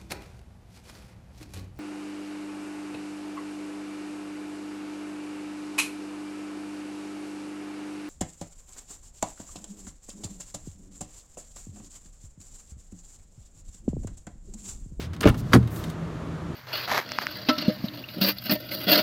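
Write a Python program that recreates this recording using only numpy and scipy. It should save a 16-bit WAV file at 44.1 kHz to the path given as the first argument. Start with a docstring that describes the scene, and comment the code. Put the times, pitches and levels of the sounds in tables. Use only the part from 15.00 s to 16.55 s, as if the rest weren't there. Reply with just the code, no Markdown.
"""Car door lever from inside

A hand works the lock lever and handle of a parked car's passenger door: clicks of banded noise and decaying
sines make the linkage rattle, the latch clunk, the lever snap home and the hollow door panel boom.
Shaped noise brushes the plastic trim, with a few small ticks; behind lie a low cabin hum, made of wavering
sines, and noise for rumble and the air of the vents."""
import sys
import numpy as np
from scipy import signal
from scipy.fft import rfft, irfft
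from scipy.io import wavfile

SR = 44100
rng = np.random.default_rng(int(sys.argv[2]) if len(sys.argv) > 2 else 0)


def generate_wav(signal):
    """Clip the signal to [-1, 1] and save it as 16-bit WAV at the path in sys.argv[1]."""
    frames = np.transpose(np.atleast_2d(signal))
    scaled = np.clip(frames, -1, 1) * 32767
    pcm = np.round(scaled).astype(np.int16)
    wavfile.write(sys.argv[1], SR, pcm)


N = 68355
T = np.arange(N) / SR

# Sound of skin sliding on plastic. Each row: frequency in Hz, relative density in dB per Hz.
SKIN_COLOUR = [(800, -11), (1800, 4), (4000, 4), (7000, -1.5), (10000, -8.5), (13000, -8.5), (16000, -13)]


def from_db(db):
    """Decibels to gain."""
    return 10 ** (np.asarray(db) / 20)


def rms_one(x):
    """Scale to unit rms."""
    return x / np.sqrt(np.mean(x ** 2) + 1e-20)


def at_hz(points, hz, axis=1):
    """Read a column of a table on a log-frequency axis."""
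    points = np.array(points)
    return np.interp(np.log(hz), np.log(points[:, 0]), points[:, axis])


def swell(points):
    """Gain over time from (s, dB) points."""
    return from_db(np.interp(T, *np.transpose(points)))


def decay(age_s, t60_s):
    """Exponential decay, 60 dB down after t60."""
    return np.exp(-np.log(1000) * age_s / t60_s)


def drift(corner_hz):
    """Random modulation with rms 1, weakening above the corner."""
    f = np.fft.rfftfreq(2 * N, 1 / SR)
    spectrum = rfft(rng.standard_normal(2 * N)) / (1 + (f / corner_hz) ** 2)
    return rms_one(irfft(spectrum)[:N])


def noise(colour, tilt_db_per_octave=0, low_hz=10):
    """Noise of a given colour, tilted and cut below low_hz; rms 1."""
    f = np.fft.rfftfreq(2 * N, 1 / SR) + 1
    gain = from_db(at_hz(colour, f) + tilt_db_per_octave * np.log2(f))
    gain = gain / np.sqrt(1 + (low_hz / f) ** 8)
    return rms_one(irfft(rfft(rng.standard_normal(2 * N)) * gain)[:N])


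def ring(hits, modes, build_s):
    """Blows set a body's modes swinging; they build up briefly and die away."""
    out = np.zeros(N)
    for start_s, hit_db in hits:
        age = np.maximum(T - start_s, 0)
        build = 1 - np.exp(-age / build_s)
        for hz, mode_db, t60_s in modes:
            out += from_db(hit_db + mode_db) * build * decay(age, t60_s) * np.sin(2 * np.pi * hz * age)
    return out


def clicks(hits, colour, size=14000):
    """Hard contacts: a crack, dense ringing with its own decay per third octave, a faint cabin tail."""
    crack_decay_s = 0.00082
    tail_db, tail_t60_s = -37, 0.85
    alike = 0.56  # share of the noise power common to all contacts on one part
    age = np.arange(size) / SR
    crack = np.exp(-age / crack_decay_s)
    tail = from_db(tail_db) * decay(age, tail_t60_s)
    common = rng.standard_normal((2, size))
    own = rng.standard_normal((len(hits), 2, size))
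    grain = np.sqrt(alike) * common + np.sqrt(1 - alike) * own

    out = np.zeros(N + size)
    edges_hz = 200 * 2 ** (np.arange(20) / 3)
    for k, (low, high) in enumerate(zip(edges_hz, edges_hz[1:])):
        hz = np.sqrt(low * high)
        octaves = np.log2(hz / 2500)  # tilt pivots at 2500 Hz
        ringing = tail + decay(age, at_hz(colour, hz, axis=2))
        drive = np.full(N + size, 1e-18)
        for (start_s, hit_db, tilt_db, crack_db), white in zip(hits, grain):
            start = int(start_s * SR)
            gain = from_db(hit_db + at_hz(colour, hz) + tilt_db * octaves)
            envelope = ringing + from_db(crack_db) * crack
            drive[start:start + size] += gain * envelope * white[k % 2]  # neighbour bands differ
        band = signal.butter(2, [low, high], "band", fs=SR, output="sos")
        out += signal.sosfilt(band, drive)
    return .5 * out[:N]


def lever():
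    """The lever snaps home and bounces; it clacks, its bezel rings on and its return spring pings."""
    # Each row: start in s, relative level in dB, treble tilt in dB per octave, crack over the ringing in dB.
    snaps = [(.519, -27, -9, -16), (.5243, -20.5, 2.5, -14), (.5326, -8.5, 0.8, 7.5),
             (.5362, -4.5, -0.2, 8), (.5452, -15.5, 5.5, -18), (.5507, -9.5, -6, 2), (.5615, -16, -3.5, -3)]
    # Dense ringing of the snaps. Each row: frequency in Hz, relative level in dB, t60 in s.
    snap_ring = [(255, 2, 0.15), (444, 2.5, 0.1), (640, -2.5, 0.068), (1280, 7.5, 0.027),
                 (1740, 5.5, 0.034), (2430, -7, 0.068), (4600, -4, 0.049), (6630, -13.5, 0.07),
                 (9050, -17.5, 0.085), (12800, -19.5, 0.067), (15500, -31, 0.081)]
    # Lever's short clack and spring jolts. Each row: start in s, relative level in dB.
    clacks = [(.5331, 1.5), (.5362, -7.5)]
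    pings = [(.2066, -7.5), (.2103, -8.5), (.5362, -9), (.5452, -1)]
    # Modes of lever, plastic bezel, return spring. Each row: frequency in Hz, relative level in dB, t60 in s.
    lever_modes = [(1406, -1, 0.011), (1568, 7.5, 0.0089), (2060, 0, 0.011), (3030, -12.5, 0.014),
                   (4100, -9, 0.006)]
    bezel_modes = [(782, -23, 0.14), (910, -22, 0.098), (960, -30, 0.14), (1185, -28, 0.082),
                   (1262, -18, 0.092), (1370, -24, 0.046), (1478, -16.5, 0.099), (1676, -17, 0.072),
                   (1723, -21, 0.053), (1934, -27, 0.054), (2065, -23.5, 0.085), (2280, -30, .06),
                   (3280, -23, 0.045)]
    spring_modes = [(3340, -33, 0.081), (4485, -26.5, 0.029), (4860, -34, 0.041), (6627, -33, 0.036),
                    (8630, -33, 0.062), (9330, -31.5, 0.031)]
    clack = ring(clacks, lever_modes, build_s=0.0019) + ring(clacks, bezel_modes, build_s=0.0055)
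    return clicks(snaps, snap_ring) + clack + ring(pings, spring_modes, build_s=0.0004)


def door_panel():
    """The lever's blows spread into the hollow panel, whose low modes boom."""
    # Each row: start in s, relative level in dB.
    booms = [(.5395, 2), (.5471, -1.5), (.5626, -3.5)]
    # Each row: frequency in Hz, relative level in dB, t60 in s.
    panel_modes = [(79.45, -20.5, 0.59), (111, -25.5, 0.91), (120.2, -13.5, 0.33), (193.6, -7, 0.15),
                   (237.2, -8, 0.11), (289, -15, 0.15), (359.7, -12.5, 0.15), (405, -22, 0.087),
                   (446.4, -32, 0.26)]
    return ring(booms, panel_modes, build_s=0.0021)


def latch():
    """The latch goes over with clunks and the door shifts in its seal with low thuds."""
    # Latch clunks and seal thuds. Each row: start in s, relative level in dB.
    clunks = [(.2406, -12), (.2568, 5.5), (.2601, -1), (.2635, -1.5), (.2814, -6.5)]
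    thuds = [(.2608, 6), (.2712, 4.5), (.2975, 2), (.3835, -24), (.419, -12.5)]
    # Modes of latch and seal. Each row: frequency in Hz, relative level in dB, t60 in s.
    latch_modes = [(110.4, -11, 0.11), (193.6, -18.5, 0.21), (328, 1.5, 0.016), (424, -16.5, 0.096),
                   (510, -17.5, 0.084), (568, -19.5, 0.063)]
    seal_modes = [(53.4, -4, 0.036), (80, -24, 0.1), (115.8, -10.5, 0.075)]
    return ring(clunks, latch_modes, build_s=0.0012) + ring(thuds, seal_modes, build_s=0.0024)


def linkage():
    """The linkage rattles through its play and its knocks ring the steel rod."""
    # Each row: start in s, relative level in dB, treble tilt in dB per octave,
    # crack over the ringing in dB, knock on the rod in dB.
    contacts = [(0.2072, -16, 0, 8, -27), (0.2101, -23, 0.5, 22, -25), (0.2207, -23, 4, -1, -34),
                (0.231, -16.5, -0.5, -5, -11), (0.2400, -21.5, -5, 14, -12),
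                (0.2539, -14.5, -3.5, 3.5, -16), (0.2611, -15, -5, 7, -24), (0.2704, -18, 2.5, -11, -16),
                (0.2745, -16.5, -3, 16, -7), (.283, -14.5, -0.5, 2, -12.5), (0.2903, -29.5, 7, 13.5, -17),
                (.298, -19, -2, 0, -14.5), (0.3434, -22.5, -1, -11, -24)]
    # Dense ringing, then rod modes. Each row: frequency in Hz, relative level in dB, t60 in s.
    linkage_ring = [(236, 10.5, 0.15), (526, 2.5, 0.077), (805, -4.5, 0.24), (1300, -3.5, 0.061),
                    (1890, -12, 0.15), (2930, -14, 0.19), (5230, -7, 0.02), (8350, -22, 0.13),
                    (10900, -15.5, 0.063), (16000, -23, .04)]
    rod_modes = [(1045, -19.5, 0.054), (1217, -15, 0.037), (1330, -11, 0.029), (1403, -14.5, 0.035),
                 (1770, -21, 0.065), (2230, -18.5, 0.039), (2822, -16.5, 0.026), (3510, -25.5, .045)]
    rattle = clicks([row[:4] for row in contacts], linkage_ring)
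    knocks = [(start_s, rod_db) for start_s, *_, rod_db in contacts]
    return rattle + ring(knocks, rod_modes, build_s=0.00069)


def rod_scrape():
    """The rod scrapes in its guide, sticking between short runs: grainy noise that swells and fades."""
    # Each row: time in s, level in dB.
    scrape_level = [(.205, -82), (.212, -48), (.229, -34.5), (.234, -25.5), (.243, -23.5), (.251, -40),
                    (.256, -25), (.268, -28), (.276, -22), (.281, -30), (.299, -32), (.312, -56),
                    (.335, -73)]
    # Each row: frequency in Hz, relative density in dB per Hz.
    rod_colour = [(400, 12.5), (600, 3), (850, -15), (1350, 3), (2000, -3.5), (3100, -3), (4500, -14),
                  (8000, -27), (16000, -36)]
    grain_db, grain_hz = 2.5, 400
    grain = from_db(grain_db * drift(grain_hz))
    return swell(scrape_level) * grain * noise(rod_colour, low_hz=370)


def trim_ticks():
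    """Fingers tick on the trim and its strip rings under each tick."""
    # Each row: start in s, relative level in dB, treble tilt in dB per octave, crack over the ringing in dB.
    ticks = [(0.1331, -37, 0, 9), (.1642, -36, -1.5, 10.5), (0.628, -37, 0, -3), (0.6743, -34, 3, -1),
             (0.76, -34.5, 7, -12), (0.8388, -25.5, 1.5, -4), (.899, -30.5, 3, -5)]
    # Dense ringing, then strip modes. Each row: frequency in Hz, relative level in dB, t60 in s.
    trim_ring = [(400, -12, 0.24), (1500, 5.5, 0.064), (2700, -1.5, 0.042), (3530, -3, 0.07),
                 (5600, -4, 0.028), (9000, -14.5, 0.095), (16000, -19, 0.055)]
    trim_modes = [(2115, -10, 0.03), (3116, -13, 0.031), (3753, -6.5, 0.027), (4700, -19, .025),
                  (7920, -17, 0.023)]
    taps = [(start_s, tick_db) for start_s, tick_db, *_ in ticks]
    return clicks(ticks, trim_ring) + ring(taps, trim_modes, build_s=0.0014)


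def brushing():
    """Skin slides over plastic: strokes of grainy noise with smooth ends."""
    # Each row: start in s, rise in s, hold in s, release in s, level in dB, treble tilt in dB per octave.
    brushes = [(-.02, 0.014, 0.025, 0.073, -43, -2), (0.129, 0.0075, 0.01, 0.019, -49.5, -2.5),
               (0.361, 0.029, 0.0037, 0.033, -46, 5.5), (0.424, 0.071, 0.071, .03, -60.5, -5),
               (0.686, 0.046, 0.045, 0.063, -43.5, 14.5), (0.754, 0.016, 0.067, 0.068, -52, 2.5)]
    grain_db, grain_hz = 0.5, 150
    out = np.zeros(N)
    for start_s, rise_s, hold_s, release_s, level_db, tilt_db in brushes:
        end_s = start_s + rise_s + hold_s + release_s
        ramp = np.clip(np.minimum((T - start_s) / rise_s, (end_s - T) / release_s), 0, 1)
        stroke = np.sin(np.pi / 2 * ramp) ** 2
        gain = from_db(level_db + grain_db * drift(grain_hz))
        out += stroke * gain * noise(SKIN_COLOUR, tilt_db, low_hz=700)
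    return out


def grip():
    """Fingers resting on the trim rub faintly: treble skin noise at a varying level."""
    # Each row: time in s, level in dB.
    grip_level = [(0, -72), (.19, -76), (.3, -57), (.42, -63), (.52, -54.5), (.68, -70), (.9, -54.5),
                  (.96, -76)]
    return swell(grip_level) * noise(SKIN_COLOUR, low_hz=3000)


def hum():
    """Low sines waver in phase and level; the strongest, at 163 Hz, swells and fades."""
    # Weaker wavering lines. Each row: frequency in Hz, level in dB.
    hum_lines = [(82, -40), (297, -51.5)]
    # Strongest line. Each row: time in s, level in dB.
    drone_level = [(0, -42), (.38, -38), (.46, -34), (.52, -33.5), (.85, -45), (.885, -23.5), (.94, -43.5),
                   (1.03, -27.5), (1.08, -38), (1.29, -37), (1.35, -27), (1.39, -41.5), (1.5, -30.5),
                   (1.55, -46)]
    waver_db, waver_hz, wander_rad, drone_hz = 4.5, 5.9, 0.8, 163
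    out = swell(drone_level) * np.sin(2 * np.pi * drone_hz * T + wander_rad * drift(waver_hz))
    for hz, line_db in hum_lines:
        gain = from_db(line_db + waver_db * drift(waver_hz))
        out += gain * np.sin(2 * np.pi * hz * T + wander_rad * drift(waver_hz))
    return out


def rumble():
    """Low-passed noise whose level rises and falls."""
    # Each row: frequency in Hz, relative density in dB per Hz.
    rumble_colour = [(25, -8.5), (50, -1), (85, -4), (125, 2.5), (165, -4.5), (240, -2), (320, -25),
                     (450, -57)]
    # Level ahead of the low-pass loss. Each row: time in s, level in dB.
    rumble_level = [(0, -39), (.2, -37.5), (.36, -30), (.6, -36.5), (1.12, -38), (1.55, -37.5)]
    low_pass = signal.butter(4, 450, fs=SR, output="sos")
    return swell(rumble_level) * signal.sosfilt(low_pass, noise(rumble_colour))


def vent_air():
    """Air rushes from the vents: noise falling off toward the treble, above the hum."""
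    # Each row: frequency in Hz, relative density in dB per Hz.
    air_colour = [(300, -9.5), (390, -15.5), (520, -21), (620, -19), (760, -26), (1200, -24), (1600, -29),
                  (2300, -36), (4000, -41), (5200, -46.5), (7200, -47), (8200, -53), (9600, -53),
                  (10500, -58), (13000, -60), (16000, -77)]
    # Each row: time in s, level in dB.
    air_level = [(0, -44.5), (.12, -48.5), (.2, -48), (.45, -43.5), (.62, -44), (.78, -39), (1.05, -39.5),
                 (1.55, -39.5)]
    return swell(air_level) * noise(air_colour, low_hz=292)


def scene():
    """Door, hand and cabin, heard from the seat."""
    door = lever() + door_panel() + latch() + linkage() + rod_scrape()
    hand = trim_ticks() + brushing() + grip()
    cabin = hum() + rumble() + vent_air()
    return (door + hand + cabin)[None]


def record(dry):
    """The deepest bass is thinned, the loudest peaks are rounded and the top is cut."""
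    low_cut_hz, top_cut_hz, ceiling = 43.5, 15800, 0.92
    high_pass = signal.butter(3, low_cut_hz, "high", fs=SR, output="sos")
    thin = signal.sosfilt(high_pass, dry)
    rounded = thin / (1 + (thin / ceiling) ** 6) ** (1 / 6)
    low_pass = signal.ellip(10, .1, 80, top_cut_hz, fs=SR, output="sos")
    return signal.sosfilt(low_pass, rounded)


dry = scene()
out = record(dry)
generate_wav(out)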